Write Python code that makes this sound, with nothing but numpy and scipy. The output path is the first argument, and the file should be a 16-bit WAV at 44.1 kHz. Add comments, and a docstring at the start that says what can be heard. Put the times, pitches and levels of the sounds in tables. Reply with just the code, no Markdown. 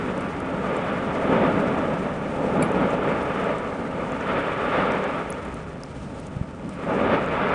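"""Across a valley, far from a volcanic vent behind a lava flow, a gas jet is heard roaring in surges.
Its turbulence carries small shocks: large eddies boom, middling ones roar and fine ones rasp. The air
absorbs the treble, and reflections cancel narrow bands. A steady rumble and a thin hiss lie beneath.
Close by, small fractures give faint dry ticks and one gritty snap. Three pressure pulses sound as
soft low thumps, two of them in the lull between surges."""
import sys
import numpy as np
from scipy import signal
from scipy.fft import rfft, irfft
from scipy.io import wavfile

SR = 44100
rng = np.random.default_rng(int(sys.argv[2]) if len(sys.argv) > 2 else 0)


def master_out(mix):
    """Clip the mix to full scale and print it as 16-bit PCM to the path in sys.argv[1]."""
    frames = np.transpose(np.atleast_2d(mix))
    ceiling = np.clip(frames, -1, 1)
    pcm = np.round(ceiling * 32767).astype(np.int16)
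    wavfile.write(sys.argv[1], SR, pcm)


N = 332514
TIME, FREQS = np.arange(N) / SR, np.fft.rfftfreq(N, 1 / SR)

# Smooth spectrum of the jet after air absorption: frequency_hz, relative_db
JET_SPECTRUM = [(50, -22.5), (122, -11.5), (160, -4.5), (190, 1.5), (280, 1.1), (420, 3), (560, 3.5),
                (780, -2), (920, -3), (1200, -5), (1700, -14), (2350, -18), (3550, -29), (3900, -37.5),
                (5200, -47), (9000, -84.5)]
# Notches where reflections cancel the direct sound: centre_hz, width_hz, depth_db
INTERFERENCE_DIPS = [(225, 28, 4), (336.6, 54, 6.5), (464, 22, 2.5), (611, 16, 2.5), (740, 68, 4),
                     (1043.5, 79, 7.5), (1547, 62, 3.5), (1917, 110, 2), (2750, 91, 1.5), (3220, 49, 8)]
# Gushes of gas: crest_s, roar_db, swell_s, fade_s, boom_over_roar_db, rasp_over_roar_db
GAS_SURGES = [(0, -32, .2, 1, 1.8, -3), (.735, -29, 0.24, 0.26, -6, -6), (.87, -31.5, 0.16, 0.35, 0, -0.5),
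              (1.16, -29, 0.17, 0.32, 0.3, -5.5), (1.335, -23.5, 0.081, 0.13, 1.5, -5),
              (1.42, -21.5, 0.11, 0.13, -5, -8.5), (1.56, -27.5, 0.19, 0.26, 3, -5),
              (1.78, -28, 0.16, 0.85, -1, -6.5), (2.44, -27, 0.096, 0.073, -6.5, -20),
              (2.613, -25, 0.11, 0.06, 0.5, -8.5), (2.79, -24, 0.25, 0.37, -1.5, -7),
              (3.11, -25.5, 0.066, 0.051, -2, -6), (3.48, -27, 0.53, 0.17, -6, -4),
              (4.06, -31.5, 0.78, 0.23, -0.9, -5.5), (4.36, -28, 0.18, 0.53, -4, -0.1),
              (4.78, -24.5, 0.13, 0.14, -7, -2), (5.0, -28.5, 0.31, 0.38, -5, -2.7),
              (6.16, -45.5, 0.11, .04, 6, -16), (6.66, -48, .025, 0.063, 15.5, -26),
              (6.82, -39, 0.07, 0.11, 6, 1), (6.91, -24, 0.04, 0.12, -3, -7.5),
              (7.066, -25.5, 0.11, 0.07, 1, -4.5), (7.146, -22.5, 0.068, 0.072, -4, -3.3),
              (7.475, -24.5, 0.29, 0.63, -6, -2)]
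# Spectrum of the ground rumble: frequency_hz, relative_db
RUMBLE_SPECTRUM = [(12, -29), (27, -10.5), (38, -3), (55, 3), (75, 2.5), (120, 1.5), (160, 6.5), (260, -16),
                   (600, -74)]
# Spectrum of the hiss: frequency_hz, relative_db
HISS_SPECTRUM = [(500, -7.5), (2800, 8.5), (4500, 3), (6500, 1), (9700, -0.5), (10100, -49.5), (11000, -36)]
# Level contour of the hiss: time_s, level_db
HISS_CONTOUR = [(0, -54), (.35, -56.5), (1, -54), (3.4, -54.5), (3.8, -55.5), (4.5, -54), (5.3, -56.5),
                (5.7, -57), (6.2, -55), (6.45, -60), (6.9, -54.5), (7.54, -59)]
# Small fractures nearby: start_s, peak_db, centre_hz, width_octaves, decay_s
FRACTURE_TICKS = [(.178, -36, 7500, 0.51, 0.0013), (.2075, -37, 8000, .9, .003),
                  (.403, -33, 8460, 0.69, .001), (.766, -39, 7940, .18, .0035),
                  (2.718, -39, 7200, 0.36, 0.0018), (2.9055, -40, 7360, 0.22, .003),
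                  (3.228, -42, 9500, 0.29, .005), (3.4428, -37.5, 7400, 0.2, .001),
                  (3.584, -36, 7000, 0.25, 0.0011), (4.121, -36, 6800, 0.29, 0.00092),
                  (4.2092, -40, 6000, 0.28, .0006), (4.92, -31.5, 6800, 0.38, 0.0008),
                  (5.0412, -35, 6000, .36, .0005), (5.3044, -22, 10500, 0.08, 0.001),
                  (5.3255, -29, 6700, .3, .0008), (5.451, -41, 8450, 0.5, .003),
                  (5.543, -33, 8800, 0.48, 0.00099), (5.8353, -28, 5540, 0.15, 0.0003),
                  (5.8358, -27.5, 7200, 0.77, .0005), (6.199, -42, 9940, .34, .003),
                  (6.268, -36, 8100, 0.55, 0.002), (6.692, -33, 7560, 0.87, 0.0027),
                  (6.738, -42, 9500, 0.35, .003), (7.262, -37.5, 6800, 0.28, .0005),
                  (7.4916, -40, 6800, .24, .0007)]
# Two cracks and a crumbling tail that make one snap: start_s, relative_db, grit_decay_s
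SNAP_CRACKS = [(2.6244, -25.5, 0.0024), (2.62655, -29.5, .0018), (2.63, -42, 0.013)]
# Resonances of the snapping object: pitch_hz, relative_db, t60_s
SNAP_MODES = [(2316, 3.5, 0.027), (3810, -11.5, .025), (4540, -9, 0.029), (7570, -3, .018),
              (8730, 0, 0.013), (9600, 1, .012), (10350, 7.5, 0.012)]
# Low pulses of air pressure: centre_s, envelope_db, pitch_hz, half_length_s
PRESSURE_PULSES = [(4.36, -22.5, 170, 0.0039), (6.37, -19.5, 118, 0.0031), (6.415, -12.5, 138, 0.002)]


def gain_of(db):
    """Amplitude grows tenfold for every 20 decibels."""
    return 10 ** (np.asarray(db) / 20)


def unit_rms(x):
    """Normalisation to a mean power of 1."""
    return x / np.sqrt(np.mean(x ** 2) + 1e-20)


def response(spectrum):
    """Frequency response, by interpolation of decibels over log frequency."""
    hz, db = np.transpose(spectrum)
    return gain_of(np.interp(np.log(FREQS + 1), np.log(hz), db))


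def filtered(x, gains):
    """Linear filtering: each frequency is multiplied by its own gain."""
    return irfft(rfft(x) * gains, N)


def waver(cutoff_hz):
    """Random modulation: low-passed noise of rms 1."""
    return unit_rms(filtered(rng.standard_normal(N), np.exp(-(FREQS / cutoff_hz) ** 2)))


def add(mix, start_s, sound):
    """Superposition: a sound adds to the mix from start_s on."""
    part = mix[round(start_s * SR):][:len(sound)]
    part += sound[:len(part)]


def surge(crest_s, level_db, swell_s, fade_s, roundness=1.26):
    """Amplitude envelope of one gush of gas; roundness 1 gives a pointed crest, 2 a bell."""
    t = TIME - crest_s
    from_crest = np.minimum(abs(t) / np.where(t < 0, swell_s, fade_s), 10)
    return gain_of(level_db) * np.exp(-from_crest ** roundness)


def gas_jet(shock_share=0.15, shocks_per_s=400, flutter_db=0.77, flutter_hz=20):
    """Turbulent jet noise: larger eddies radiate lower frequencies, and incoherent surges add in power."""
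    sizes = gain_of(2 * np.minimum(rng.exponential(1, N), 4))
    shocks = unit_rms(sizes * rng.choice([-1, 1], N) * (rng.random(N) < shocks_per_s / SR))
    source = np.sqrt(1 - shock_share) * rng.standard_normal(N) + np.sqrt(shock_share) * shocks
    dips_db = sum(db * np.exp(-((FREQS - hz) / width) ** 2) for hz, width, db in INTERFERENCE_DIPS)
    path = response(JET_SPECTRUM) * gain_of(-dips_db)
    below_roar, below_rasp = (1 / (1 + (FREQS / hz) ** 10) for hz in (330, 1050))
    bands = below_roar, below_rasp - below_roar, 1 - below_rasp  # boom, roar, rasp
    idle_db = [-40, -42.5, -48]  # the same three bands between surges
    powers = gain_of(idle_db)[:, None] ** 2
    for *shape, boom_db, rasp_db in GAS_SURGES:
        powers = powers + np.outer(gain_of([boom_db, 0, rasp_db]), surge(*shape)) ** 2
    voices = (unit_rms(filtered(source, path * band)) for band in bands)
    jet = sum(voice * np.sqrt(power) for voice, power in zip(voices, powers))
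    return jet * gain_of(flutter_db * waver(flutter_hz))


def ground_rumble(level_db=-39.5, swell_db=1.45, swell_hz=3):
    """Low-frequency noise under slight amplitude modulation, continuing through the lull."""
    noise = unit_rms(filtered(rng.standard_normal(N), response(RUMBLE_SPECTRUM)))
    return noise * gain_of(level_db + swell_db * waver(swell_hz))


def hiss(sizzle_db=1.64, sizzle_hz=30, crackle_db=-67, crackles_per_s=60):
    """Modulated broadband noise hisses; sparse random impulses of the same spectrum crackle."""
    colour = response(HISS_SPECTRUM)
    level_db = np.interp(TIME, *np.transpose(HISS_CONTOUR)) + sizzle_db * waver(sizzle_hz)
    noise = unit_rms(filtered(rng.standard_normal(N), colour))
    sizes = gain_of(-3 * np.minimum(rng.exponential(1, N), 3))
    impulses = sizes * (rng.random(N) < crackles_per_s / SR)
    return gain_of(level_db) * noise + gain_of(crackle_db) * unit_rms(filtered(impulses, colour))


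def dry_ticks():
    """Acoustic emission: each fracture releases a decaying burst of noise in its own band."""
    out, t = np.zeros(N), np.arange(2048) / SR
    octave = np.log2(np.fft.rfftfreq(len(t), 1 / SR) + 1)
    for start_s, peak_db, centre_hz, width_octaves, decay_s in FRACTURE_TICKS:
        burst = rng.standard_normal(len(t)) * np.exp(-t / decay_s)
        burst = np.roll(burst, len(t) // 2)  # centred, as the filter spreads it both ways
        band = np.exp(-.5 * ((octave - np.log2(centre_hz)) / width_octaves) ** 2)
        tick = irfft(rfft(burst) * band)
        add(out, start_s - t[-1] / 2, gain_of(peak_db) * tick / abs(tick).max())
    return out


def snap(rise_s=0.0005, ring_gain_db=-1.5, grains_per_s=5000, grit_width_hz=240):
    """Damped resonance: a small hard object cracks, rings briefly and sheds grit of the same colour."""
    rings, grit, t = np.zeros(N), np.zeros(N), np.arange(SR // 10) / SR
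    ring = sum(gain_of(db - 60 * t / t60) * np.sin(2 * np.pi * hz * t) for hz, db, t60 in SNAP_MODES)
    for start_s, relative_db, grit_decay_s in SNAP_CRACKS:
        onset = gain_of(relative_db) * (1 - np.exp(-t / rise_s))
        grains = unit_rms(rng.choice([-1., 1.], len(t)) * (rng.random(len(t)) < grains_per_s / SR))
        add(grit, start_s, onset * grains * np.exp(-t / grit_decay_s))
        add(rings, start_s, onset * ring)
    body = sum(gain_of(db) * np.exp(-.5 * ((FREQS - hz) / grit_width_hz) ** 2) for hz, db, _ in SNAP_MODES)
    return gain_of(ring_gain_db) * rings + filtered(grit, unit_rms(body))


def thumps():
    """Pressure transients: a short Gaussian envelope leaves one swing of a sine, with no ring."""
    out = np.zeros(N)
    for centre_s, envelope_db, pitch_hz, half_length_s in PRESSURE_PULSES:
        t = TIME - centre_s
        envelope = gain_of(envelope_db) * np.exp(-.5 * (t / half_length_s) ** 2)
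        out += envelope * np.sin(2 * np.pi * pitch_hz * t)
    return out


def scene():
    """Superposition of the far volcano and the small near sounds in one channel."""
    return (gas_jet() + ground_rumble() + hiss() + dry_ticks() + snap() + thumps())[None]


def record(dry):
    """Band limiting: a steep low-pass filter removes the highest treble."""
    low_pass = signal.firwin(511, cutoff=10700, window=("kaiser", 9), fs=SR)
    return signal.oaconvolve(dry, low_pass[None], "same")


dry = scene()
out = record(dry)
master_out(out)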